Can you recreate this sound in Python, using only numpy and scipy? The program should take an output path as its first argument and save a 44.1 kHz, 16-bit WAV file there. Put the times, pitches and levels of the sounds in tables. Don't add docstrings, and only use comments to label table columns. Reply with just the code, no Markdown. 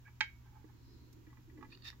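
import sys
import numpy as np
from scipy import signal
from scipy.fft import rfft, irfft, next_fast_len
from scipy.io import wavfile

SR = 44100
rng = np.random.default_rng(int(sys.argv[2]) if len(sys.argv) > 2 else 0)


def pcm_store(signal):
    levels = np.round(np.clip(np.atleast_2d(signal), -1, 1) * 32767)
    wavfile.write(sys.argv[1], SR, levels.astype(np.int16).T)


N = 88200

# start_s, level_db, brightness_hz
SNIP_CRACKS = [(0.207, -30.5, 13000), (0.2086, -30, 10000), (.2107, -21.5, 3350), (0.2174, -32, 2400),
               (0.2288, -42, 2120), (0.241, -42, 2200)]
# pitch_hz, level_db, t60_s, pan_db
STEEL_MODES = [(866.3, -10.5, 0.067, -16.5), (1056, -20.5, .05, 8), (1295, -20, 0.068, -1),
               (1603, -6, 0.084, -6.5), (1735, -9.5, 0.045, -9), (1968, -15, 0.074, -4.5),
               (2020, -20.5, 0.072, -1), (2223, -15.5, 0.25, -2), (2273, -5, 0.044, -13),
               (2380, -15.5, 0.065, -5), (2599, -16, .09, -4), (3131, -14, 0.11, 2.5),
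               (3855, -13, 0.068, 2.5), (4700, -21, 0.11, 2.5), (5426, -29.5, 0.05, -5),
               (6630, -26.5, .05, 11.5)]
SNIP_START_S = SNIP_CRACKS[0][0]
STEEL_LOW_HZ = 799
THREAD_PAN_DB, HAND_PAN_DB = -5, -8
LEFT_LAG_S = .00009


def snip():
    # frequency_hz, level_db
    crack_spectrum = [(150, -38), (370, -20.5), (560, -41.5), (720, -29.5), (900, -21), (1200, -14),
                      (1600, -5), (2150, 2.5), (2800, -7.5), (3300, -12.5), (3800, -7), (4300, -12.5),
                      (5600, -10.5), (8400, -27), (9300, -55.5), (16000, -69)]
    click_db, grit_db, ring_db = 15, -4, -24.5
    cracks = np.zeros((2, N))
    for start, db, brightness in SNIP_CRACKS:
        colour = [(f, level - 20 * np.log10(1 + (f / brightness) ** 2)) for f, level in crack_spectrum]
        click = np.pad(shortest_click(colour), (round(start * SR), 0))[:N]
        grit = struck(start, t60=.016) * coloured(white(), colour)
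        cracks += amp(db) * (amp(click_db) * click + amp(grit_db) * grit)
    ring = sum(amp(db) * pan(side) * mode(hz, t60, SNIP_START_S, attack=.00067)
               for hz, db, t60, side in STEEL_MODES)
    ring = filtered(ring, lambda f: low_cut(f, STEEL_LOW_HZ))
    return left_late(pan(-8.5) * cracks) + amp(ring_db) * ring


def knock():
    return amp(-58) * pan(HAND_PAN_DB) * mode(hz=366, t60=.039, start=SNIP_START_S, attack=.0016)


def blade_slides():
    # centre_s, half_length_s, level_db, brightness_hz
    strokes = [(0.059, 0.005, -67.5, 2110), (0.081, 0.0084, -58, 1690), (0.473, 0.015, -67.5, 1000),
               (0.536, 0.017, -72.5, 885), (0.568, 0.011, -62, 900), (0.61, 0.027, -70.5, 856),
               (0.699, 0.01, -64, 960)]
    longest_t60_s = .11

    def steel(f):
        resonances = sum(
            amp(db) * pan(side) / (1 + 2j * np.pi * (f - hz) * min(t60, longest_t60_s) / np.log(1000))
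            for hz, db, t60, side in STEEL_MODES)
        return low_cut(f, STEEL_LOW_HZ) * resonances

    ring = filtered(white()[0], steel)
    out = np.zeros((2, N))
    for centre, half, db, hz in strokes:
        rub = unit(filtered(ring, lambda f: focus(f, hz, octaves=.69) ** 2))
        out += amp(db) * swell(centre, half) * rub
    return out


def board_taps():
    # start_s, level_db, centre_hz, pan_db, attack_s
    touches = [(.078, -55, 1054, -8.5, 0.0027), (.642, -51.5, 347, -12.5, 0.0011),
               (1.267, -58, 1940, 1, 0.0022), (1.272, -55, 280, -13, .002), (1.299, -55, 1970, 6, 0.0093),
               (1.328, -57.5, 1200, -8.5, 0.00074), (1.370, -57.5, 1500, -9, 0.0014),
               (1.379, -56.5, 260, -3, .002), (1.497, -60, 2250, 14, 0.0031),
               (1.573, -50.5, 1810, -6, 0.0071), (1.583, -44.5, 265, 0.5, 0.0022),
               (1.608, -52, 1370, -9.5, 0.0031), (1.626, -41.5, 1040, -9.5, 0.0019),
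               (1.646, -51, 1760, -3, .003), (1.926, -51.5, 1510, -11, 0.0033)]
    # pitch_hz, level_db, t60_s
    board_modes = [(256.3, -6, 0.096), (310, -5, 0.12), (464, -6, 0.071), (868, -5, 0.1),
                   (940, -6.5, 0.042), (1110, -2, 0.051), (1240, -9, 0.068), (1720, -0.5, 0.036),
                   (1949, -1, 0.07), (2356, -6.5, .05)]
    # frequency_hz, level_db
    scuff_spectrum = [(200, 17), (400, -10), (650, -20), (1000, -8), (2000, -10), (2700, -2), (5000, 0),
                      (9000, -15)]
    octaves, detune_share, spread_db, scuff_db = .59, .014, 2, -13.5
    hz, level, t60 = np.transpose(board_modes)
    out = np.zeros((2, N))
    for start, db, centre, side, attack in touches:
        detune, spread = rng.standard_normal((2, len(board_modes)))
        pitches = hz * (1 + detune_share * detune)
        weights = amp(level + spread_db * spread) * focus(hz, centre, octaves)
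        weights /= np.linalg.norm(weights)
        ring = sum(w * mode(f, decay, start, attack) for w, f, decay in zip(weights, pitches, t60))
        noise = filtered(white(), lambda f: amp(along(scuff_spectrum, f)) * focus(f, centre, octaves))
        scuff = amp(scuff_db) * struck(start, t60=.035, attack=attack) * unit(noise)
        out += amp(db) * pan(side) * (ring + scuff)
    return out


def thread_pulls():
    # centre_s, half_length_s, level_db, sharp_share
    pulls = [(1.708, 0.0043, -68, 0.4), (1.728, 0.0068, -57, 0.15), (1.742, 0.0014, -63, 0.1),
             (1.751, 0.0023, -59, 0.1), (1.775, 0.00082, -58, 0.1), (1.786, 0.06, -74.5, 0.2),
             (1.824, 0.0023, -61.5, 0), (1.837, 0.0048, -64, 0), (1.858, .009, -51, 0.7),
             (1.882, 0.008, -48, 0.8), (1.903, 0.0008, -47, 0.94), (1.907, 0.01, -62.5, 1)]
    # frequency_hz, level_db
    soft_spectrum = [(300, -24), (850, -15), (1200, -4), (1500, -13), (1850, 0), (2200, -19), (2850, -6.5),
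                     (3200, -18), (3720, 5.5), (4050, -6), (4420, 9.5), (5100, -11), (5800, -34),
                     (16000, -37)]
    # frequency_hz, level_db
    sharp_spectrum = [(350, -43), (950, -14), (1300, -13), (1550, -16), (1790, 3), (2150, -16.5), (2640, 0),
                      (3130, -15), (3680, -4), (4030, -9), (5740, -6), (6150, -22), (6850, -14.5),
                      (8500, -35), (12800, -22), (15500, -30)]
    # start_s, level_db
    fibre_ticks = [(1.128, -59.5)]
    # frequency_hz, level_db
    tick_spectrum = [(1000, -23.5), (4500, 3.5), (7000, 7.5), (9000, -8), (13000, 1), (16000, -6)]
    slips_per_s = 9000
    slipping = rng.random(N) < slips_per_s / SR
    slip_db = np.clip(rng.standard_normal(N), -2, 2)
    slips = slipping * amp(slip_db) * rng.choice([-1, 1], (2, N))
    soft, sharp = coloured(slips, soft_spectrum), coloured(slips, sharp_spectrum)
    rasps = sum(amp(db) * swell(centre, half) * unit((1 - share) * soft + share * sharp)
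                for centre, half, db, share in pulls)
    tick_envelope = sum(amp(db) * struck(start, t60=.0395) for start, db in fibre_ticks)
    tick = tick_envelope * coloured(white(), tick_spectrum)
    return pan(THREAD_PAN_DB) * (rasps + tick)


def slip_squeaks():
    # centre_s, half_length_s, level_db, pitch_hz, rise_hz_per_s
    squeaks = [(.067, 0.0081, -59, 1648, 2), (1.728, 0.0062, -58, 2555, 13001),
               (1.751, 0.0027, -63, 2890, 6000), (1.858, 0.011, -57, 3700, 0),
               (1.881, 0.0076, -50, 3650, 1998)]
    return pan(THREAD_PAN_DB) * stick_slip(squeaks, jitter_hz=59.5)


def skin_groans():
    # centre_s, half_length_s, level_db, pitch_hz, rise_hz_per_s
    judders = [(1.488, 0.0094, -63, 324, 0.5), (1.53, 0.011, -64, 333, 0), (1.577, 0.024, -58.5, 326, -400)]
    return pan(HAND_PAN_DB) * stick_slip(judders, jitter_hz=12)


def thread_glides():
    # centre_s, half_length_s, level_db, centre_hz
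    glides = [(0.906, 0.073, -77, 5074), (0.947, 0.14, -76.5, 4120)]
    out = np.zeros((2, N))
    for centre, half, db, hz in glides:
        hiss = unit(filtered(white(), lambda f: focus(f, hz, octaves=.082)))
        out += amp(db) * swell(centre, half) * hiss
    return out


def hand_rustle():
    # time_s, level_db
    level_curve = [(0, -79.5), (.55, -77), (.95, -66.5), (1.2, -67), (1.42, -75), (1.602, -60), (1.69, -62),
                   (1.78, -68), (2, -72.5)]
    # frequency_hz, level_db
    rustle_spectrum = [(100, -37.5), (200, -10), (260, 2.5), (315, 2), (400, -5.5), (600, -24), (950, -37),
                       (1500, -36.5), (4000, -51.5)]
    level_db = np.interp(np.arange(N) / SR, *np.transpose(level_curve))
    mid, side = coloured(white(), rustle_spectrum)
    return amp(level_db) * pan(HAND_PAN_DB) * unit(np.array([mid + side / 2, mid - side / 2]))


def room(x):
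    # frequency_hz, t60_s
    decay_times = [(200, 0.083), (2000, 0.22), (5000, 0.2), (10000, .11)]
    # frequency_hz, gain_db
    room_colour = [(300, 4), (900, -3.5), (1500, -1), (1950, -1.5), (2270, 3.5), (2550, -1.5), (3200, 2),
                   (4200, -1), (6000, 2.5)]
    delay_s = .005
    hz, t, spectra = signal.stft(rng.standard_normal((2, SR // 2)), SR, nperseg=256)
    decay = np.exp(-np.log(1000) * t / along(decay_times, hz)[:, None])
    tail = signal.istft(spectra * decay, SR, nperseg=256)[1]
    tail = np.pad(tail / np.linalg.norm(tail[0]), ((0, 0), (int(delay_s * SR), 0)))
    wet = signal.fftconvolve(x.mean(0)[None], tail, axes=1)[:, :N]
    return filtered(wet, lambda f: amp(along(room_colour, f)))


def mains_hum():
    # pitch_hz, rms_db
    harmonics = [(119.8, -62), (239.6, -76.5), (958, -85.5)]
    return sum(amp(db) * np.sqrt(2) * np.sin(2 * np.pi * (hz * since(0) + rng.random()))
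               for hz, db in harmonics)


def room_rumble():
    # frequency_hz, level_db
    rumble_spectrum = [(20, -10.5), (38, -0.5), (50, -2.5), (68, 6.5), (90, -1.5), (140, -7.5), (235, -16),
                       (330, -24), (600, -40), (950, -41), (1500, -51.5), (4000, -62)]
    mid, side = coloured(white(), rumble_spectrum)
    return amp(-61) * (mid + amp(-8) * np.array([side, -side]))


def microphone_hiss():
    # frequency_hz, level_db
    hiss_spectrum = [(600, 5), (1000, 10), (4000, 1.5), (7300, 1), (8400, -14), (9800, -11.5), (12000, -3),
                     (15500, -0.5)]
    return amp(-71.5) * pan(-2.5) * coloured(white(), hiss_spectrum)


def stick_slip(strokes, jitter_hz):
    t, out = np.arange(N) / SR, np.zeros(N)
    for centre, half, db, hz, rise in strokes:
        waver = unit(filtered(white()[0], lambda f: f < hz / 10))
        pitch = hz + rise * (t - centre) + jitter_hz * waver
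        out += amp(db) * swell(centre, half) * np.sqrt(2) * np.sin(2 * np.pi * np.cumsum(pitch) / SR)
    return out


def mode(hz, t60, start, attack):
    t = since(start) - LEFT_LAG_S * np.array([[1], [0]])
    return struck(start, t60, attack) * np.sin(2 * np.pi * (hz * t + rng.random()))


def shortest_click(spectrum):
    cepstrum = irfft(np.log(amp(along(spectrum, np.fft.rfftfreq(N, 1 / SR)))), N)
    fold = 2 * (np.arange(N) < N // 2) - (np.arange(N) == 0)
    click = irfft(np.exp(rfft(cepstrum * fold)), N)
    return click / np.linalg.norm(click)


def struck(start, t60, attack=.00042):
    t = since(start)
    return (1 - np.exp(-t / attack)) * np.exp(-np.log(1000) * t / t60)


def swell(centre, half):
    return np.exp(-.5 * ((np.arange(N) / SR - centre) / half) ** 2)


def since(start):
    return np.maximum(np.arange(N) / SR - start, 0)


def focus(hz, centre, octaves):
    return 1 / (1 + (np.log2((hz + 1) / centre) / octaves) ** 2)


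def low_cut(f, hz, order=6):
    return signal.freqs(*signal.butter(order, 1, "high", analog=True), worN=f / hz)[1]


def left_late(x):
    return filtered(x, lambda f: np.exp(-2j * np.pi * f * LEFT_LAG_S * np.array([[1], [0]])))


def pan(db):
    return amp(np.array([[db], [-db]]) / 2)


def white():
    return rng.standard_normal((2, N))


def coloured(x, spectrum):
    return unit(filtered(x, lambda hz: amp(along(spectrum, hz))))


def filtered(x, response):
    size = next_fast_len(N + SR // 2)
    return irfft(rfft(x, size) * response(np.fft.rfftfreq(size, 1 / SR)), size)[..., :N]


def along(points, hz):
    frequencies, values = np.transpose(points)
    return np.interp(np.log(hz + 1), np.log(frequencies + 1), values)


def unit(x):
    return x / np.sqrt(np.mean(x ** 2) + 1e-30)


def amp(db):
    return 10 ** (np.asarray(db) / 20)


def scene():
    squeaks, groans = slip_squeaks(), skin_groans()
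    cut = snip()
    handling = blade_slides() + board_taps() + thread_glides() + groans
    pulling = thread_pulls() + squeaks
    echo = room(amp(-10) * (cut + handling) + amp(-12.5) * pulling)
    rustle = hand_rustle()
    background = mains_hum() + room_rumble() + microphone_hiss()
    return cut + knock() + handling + pulling + rustle + echo + background


def record(dry):
    top_hz = 15820
    return filtered(dry, lambda hz: hz < top_hz)


dry = scene()
out = record(dry)
pcm_store(out)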